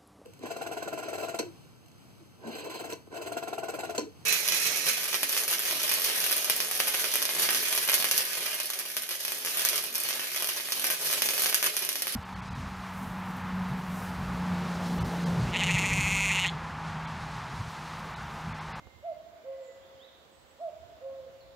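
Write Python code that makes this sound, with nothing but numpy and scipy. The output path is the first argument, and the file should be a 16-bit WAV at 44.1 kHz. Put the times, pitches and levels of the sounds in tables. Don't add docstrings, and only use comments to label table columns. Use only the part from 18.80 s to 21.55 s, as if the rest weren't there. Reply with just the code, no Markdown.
import sys
import numpy as np
from scipy import signal
from scipy.fft import rfft, irfft, next_fast_len
from scipy.io import wavfile
from scipy.ndimage import uniform_filter1d, map_coordinates

SR = 44100
rng = np.random.default_rng(int(sys.argv[2]) if len(sys.argv) > 2 else 0)


def store_pcm(level_fs):
    pcm = np.round(np.clip(level_fs, -1, 1) * 32767).astype(np.int16)
    wavfile.write(sys.argv[1], SR, np.atleast_2d(pcm).T)


def level_to_linear(level):
    exponent = np.asarray(level, float) / 20
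    return 10 ** exponent


N = 121275
EARLY = 2 * SR
TOP_HZ = 15750

# t/s, pitch ratio, level/dB, wait for the low note/s, stretch of the low note
CALLS = [
    (-1.35, 1.0, -1, 0.36, 1.01),
    (.22, 1.0, 0.07, .415, 1.007),
    (1.784, 1.0005, 0, .419, 1.06),
]
# t/s within the note, f/Hz, level/dB
HIGH_NOTE = [
    (0, 501.4, -65),
    (.015, 580, -47.5),
    (0.029, 666, -37.5),
    (.046, 700.4, -34.5),
    (.062, 674.6, -32.5),
    (.08, 654.5, -33.5),
    (.099, 626.3, -34.5),
    (.112, 583, -42.5),
    (.12, 550, -68.5),
]
LOW_NOTE = [
    (0, 439, -64.5),
    (0.018, 528.6, -45),
    (.05, 540.6, -36.5),
    (.11, 537.2, -36),
    (0.142, 538.1, -41.5),
    (0.187, 531.2, -38.5),
    (.215, 522, -51.5),
    (.26, 485.7, -53),
    (.29, 468.2, -76),
]
# delay/ms, left level/dB, right level/dB
TRUNK_ECHOES = [(24.7, -24.5, -31), (47.21, -19.5, -10.5), (60.16, -23.5, -15.5), (89, -19, -16),
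                (105, -27, -31), (130.2, -32, -18), (161, -39, -24), (205.9, -28, -18), (238.3, -43, -27),
                (281.4, -26, -23), (342, -32, -26), (435.9, -25, -19.5), (520, -31.5, -32)]
# f/Hz, time/s
WOOD_FADE = [(500, 2.86), (2000, 2.5), (4000, 0.84), (8000, 0.63)]
# t/s, length/s, first f/Hz, last f/Hz, level/dB
FAR_SONG = [
    (-.15, 0.22, 2160, 2090, -68),
    (.28, 0.18, 2110, 2076, -80),
    (.6, .14, 2240, 1987, -66),
    (.7, .19, 2007, 1984, -67.5),
    (1.33, .2, 8800, 8000, -83),
    (1.5, .33, 8048, 7940, -79),
]
SWEEPS = [
    (.33, .1, 2300, 1500, -69),
    (.52, .08, 1700, 2400, -69),
    (.795, .075, 8000, 6780, -68),
    (.97, .08, 2900, 3800, -73),
    (1.04, .07, 3800, 3100, -71),
    (1.2, .08, 3000, 4100, -73),
]
NEAR_CHIRPS = [
    (1.19, .075, 2920, 4070, -65.5),
    (2.605, 0.035, 4550, 3750, -73),
]
# t/s, level/dB, push (+) or pull (-)
TAPS = [
    (.0712, -33, -0.87),
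    (0.0743, -44, 1),
]
# t/s, level/dB
GUSTS = [(0.0, -68), (0.07, -57), (0.11, -70), (0.14, -61.5), (0.28, -72), (0.39, -66.5), (0.42, -70),
         (0.91, -74), (1.04, -69.5), (1.12, -72.5), (1.16, -61), (1.19, -75.5), (1.52, -70), (1.84, -72),
         (1.95, -65.5), (2.75, -66)]
# f/Hz, level/dB per Hz
WIND_COLOUR = [(25, -43), (45, -14), (70, -1.2), (110, -7.5), (200, -17.5), (400, -20)]
# f/Hz, level/dB per Hz
LEAF_COLOUR = [(150, -14), (300, -10.5), (550, -6.5), (1000, -10), (2500, -17.5), (3600, -16.5),
               (5800, -25.5), (7600, -24.5)]
# f/Hz, likeness (1 = the same)
LEAF_LIKENESS = [(130, 0.67), (290, 0.78), (640, 0.1), (1400, 0.0068)]
# f/Hz, level/dB per Hz
LEFT_MIC_COLOUR = [(13200, -44.5), (13600, -6.5), (15500, 15)]
RIGHT_MIC_COLOUR = [(7000, -29.5), (8400, -8.5), (11000, -5), (15500, -2.4)]


def cuckoo():
    voice = 0
    for start, ratio, db, wait, stretch in CALLS:
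        high = (start, HIGH_NOTE, -34.5, 1)  # start, note, octave level in dB, stretch
        low = (start + wait, LOW_NOTE, -28, stretch)
        for note_start, note, octave_db, slow in (high, low):
            t = clock() - note_start
            at, hz, level = np.transpose(note)
            at = slow * at
            pitch = ratio * np.interp(t, at, hz)
            loudness = db + np.interp(t, at, level, -200, -200)
            voice = voice + tone(t, pitch, loudness, octave_db)
    paths = level_to_linear([[-12.5], [-9.5]]) * wood(alike=0.59)
    left_lag_s = 0.00016
    paths[0, round(left_lag_s * SR)] += level_to_linear(-4)
    paths[1, 0] += level_to_linear(-1)
    for ms, left_db, right_db in TRUNK_ECHOES:
        paths[:, round(ms * SR / 1000)] += level_to_linear([left_db, right_db])
    return through(voice, paths)


def songbirds(song, bend, dry_db, wet_db):
    pan_db, rise = -2.6, 0.097
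    pitch_waver_hz = 11.3 * wobble(40, extra=EARLY)
    level_waver_db = 5 * wobble(30, extra=EARLY)
    voice = 0
    for start, length, first_hz, last_hz, db in song:
        t = clock() - start
        done = np.clip(t / length, 0, 1)
        glide = (1 - np.exp(-bend * done)) / (1 - np.exp(-bend))
        swell = np.clip(np.minimum(done, 1 - done) / rise, 0, 1)
        pitch = first_hz + (last_hz - first_hz) * glide + pitch_waver_hz
        voice = voice + swell * tone(t, pitch, db + level_waver_db, octave_db=-60)
    paths = level_to_linear(wet_db) * wood(alike=0)
    paths[:, 0] += level_to_linear(dry_db)
    return through(voice, paths) * level_to_linear([[pan_db], [-pan_db]])


def tick():
    ring_hz, fade_s = 790, 0.0033
    t = np.arange(N) / SR
    total = 0
    for start, db, way in TAPS:
        since = t - start
        fade = level_to_linear(db - 60 * np.abs(since) / fade_s)
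        total = total + way * fade * np.sin(2 * np.pi * ring_hz * since) * (since > 0)
    return total


def wind_bumps():
    t, db = np.transpose(GUSTS)
    lumps = level_to_linear(1.75 * np.array([wobble(8.63), wobble(9.19)]))
    noise = rng.standard_normal((2, N))
    noise = noise + 0.1 * noise[::-1]
    air = unit(lumps * filtered(noise, lambda hz: closed(WIND_COLOUR, hz)))
    strength = level_to_linear(np.interp(np.arange(N) / SR, t, db))
    return strength * level_to_linear([[-10.5], [6]]) * air


def leaves():
    level_db, pan_db, top_hz = -60, -1.35, 8120
    z = signal.stft(rng.standard_normal((2, N)), nperseg=512)[2]
    patches = uniform_filter1d(rng.standard_normal(z.shape[1:]), 6, 0)
    patches = uniform_filter1d(patches, 14, 1)
    z = z * level_to_linear(0.85 * patches / patches.std())
    pair = signal.istft(z, nperseg=512)[1][:, :N]

    def middle_and_side(hz):
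        angle = np.arccos(np.clip(along(LEAF_LIKENESS, hz), -1, 1)) / 2
        colour = closed(LEAF_COLOUR, hz) * (hz < top_hz)
        return colour * [np.cos(angle), np.sin(angle)]

    mid, side = filtered(pair, middle_and_side)
    hiss = unit(np.array([mid + side, mid - side]))
    return level_to_linear(level_db + 0.4 * wobble(2.82)) * level_to_linear([[pan_db], [-pan_db]]) * hiss


def microphone_noise():
    def colours(hz):
        return [closed(LEFT_MIC_COLOUR, hz), closed(RIGHT_MIC_COLOUR, hz)] * (hz < TOP_HZ)

    return level_to_linear([[-82], [-73.5]]) * unit(filtered(rng.standard_normal((2, N)), colours))


def wood(alike):
    rise_s = 0.017
    left, other = rng.standard_normal((2, 3 * SR))
    alike = np.clip(alike, 0, 1)
    right = alike * left + np.sqrt(1 - alike ** 2) * other
    hz, t, z = signal.stft([left, right], SR, nperseg=256)
    fade = level_to_linear(-60 * t / along(WOOD_FADE, hz)[:, None])
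    shape = fade * (1 - np.exp(-t / rise_s))
    z = z * shape / np.sqrt(np.sum(shape ** 2, axis=1, keepdims=True) * 128)
    return signal.istft(z, SR, nperseg=256)[1][:, :3 * SR]


def through(x, paths):
    return signal.fftconvolve(x[None], paths, axes=1)[:, EARLY:EARLY + N]


def tone(t, hz, db, octave_db):
    turn = 2 * np.pi * np.cumsum(hz * (t >= 0)) / SR
    wave = np.sin(turn) + level_to_linear(octave_db) * np.sin(2 * turn)
    return np.sqrt(2) * level_to_linear(db) * wave


def clock():
    return np.arange(-EARLY, N) / SR


def wobble(rate, extra=0):
    knots = rng.standard_normal(int((N + extra) * rate / SR) + 4)
    return map_coordinates(knots, [np.arange(N + extra) * rate / SR])


def filtered(x, response):
    m = next_fast_len(N + 8192)
    return irfft(rfft(x, m) * response(np.fft.rfftfreq(m, 1 / SR)), m)[..., :N]


def along(points, hz):
    f, v = np.transpose(points)
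    return np.interp(np.log(hz + 1), np.log(f + 1), v)


def closed(points, hz):
    low, high = points[0][0] / 2, points[-1][0] * 2
    return level_to_linear(along([(low, -120), *points, (high, -120)], hz))


def unit(x):
    return x / np.sqrt(np.mean(x ** 2, axis=-1, keepdims=True) + 1e-20)


def scene():
    birds = songbirds(FAR_SONG, bend=3.6, dry_db=-10, wet_db=0)
    birds = birds + songbirds(SWEEPS, bend=1.5, dry_db=-15, wet_db=0)
    birds = birds + songbirds(NEAR_CHIRPS, bend=0.74, dry_db=0.5, wet_db=1.5)
    return cuckoo() + birds + tick() + wind_bumps() + leaves()


def low_pass(x):
    return signal.sosfilt(signal.butter(12, 15900, fs=SR, output="sos"), x)


def record(dry):
    mix = filtered(dry + microphone_noise(), lambda hz: hz < TOP_HZ)
    return low_pass(mix)


dry = scene()
out = record(dry)
store_pcm(out)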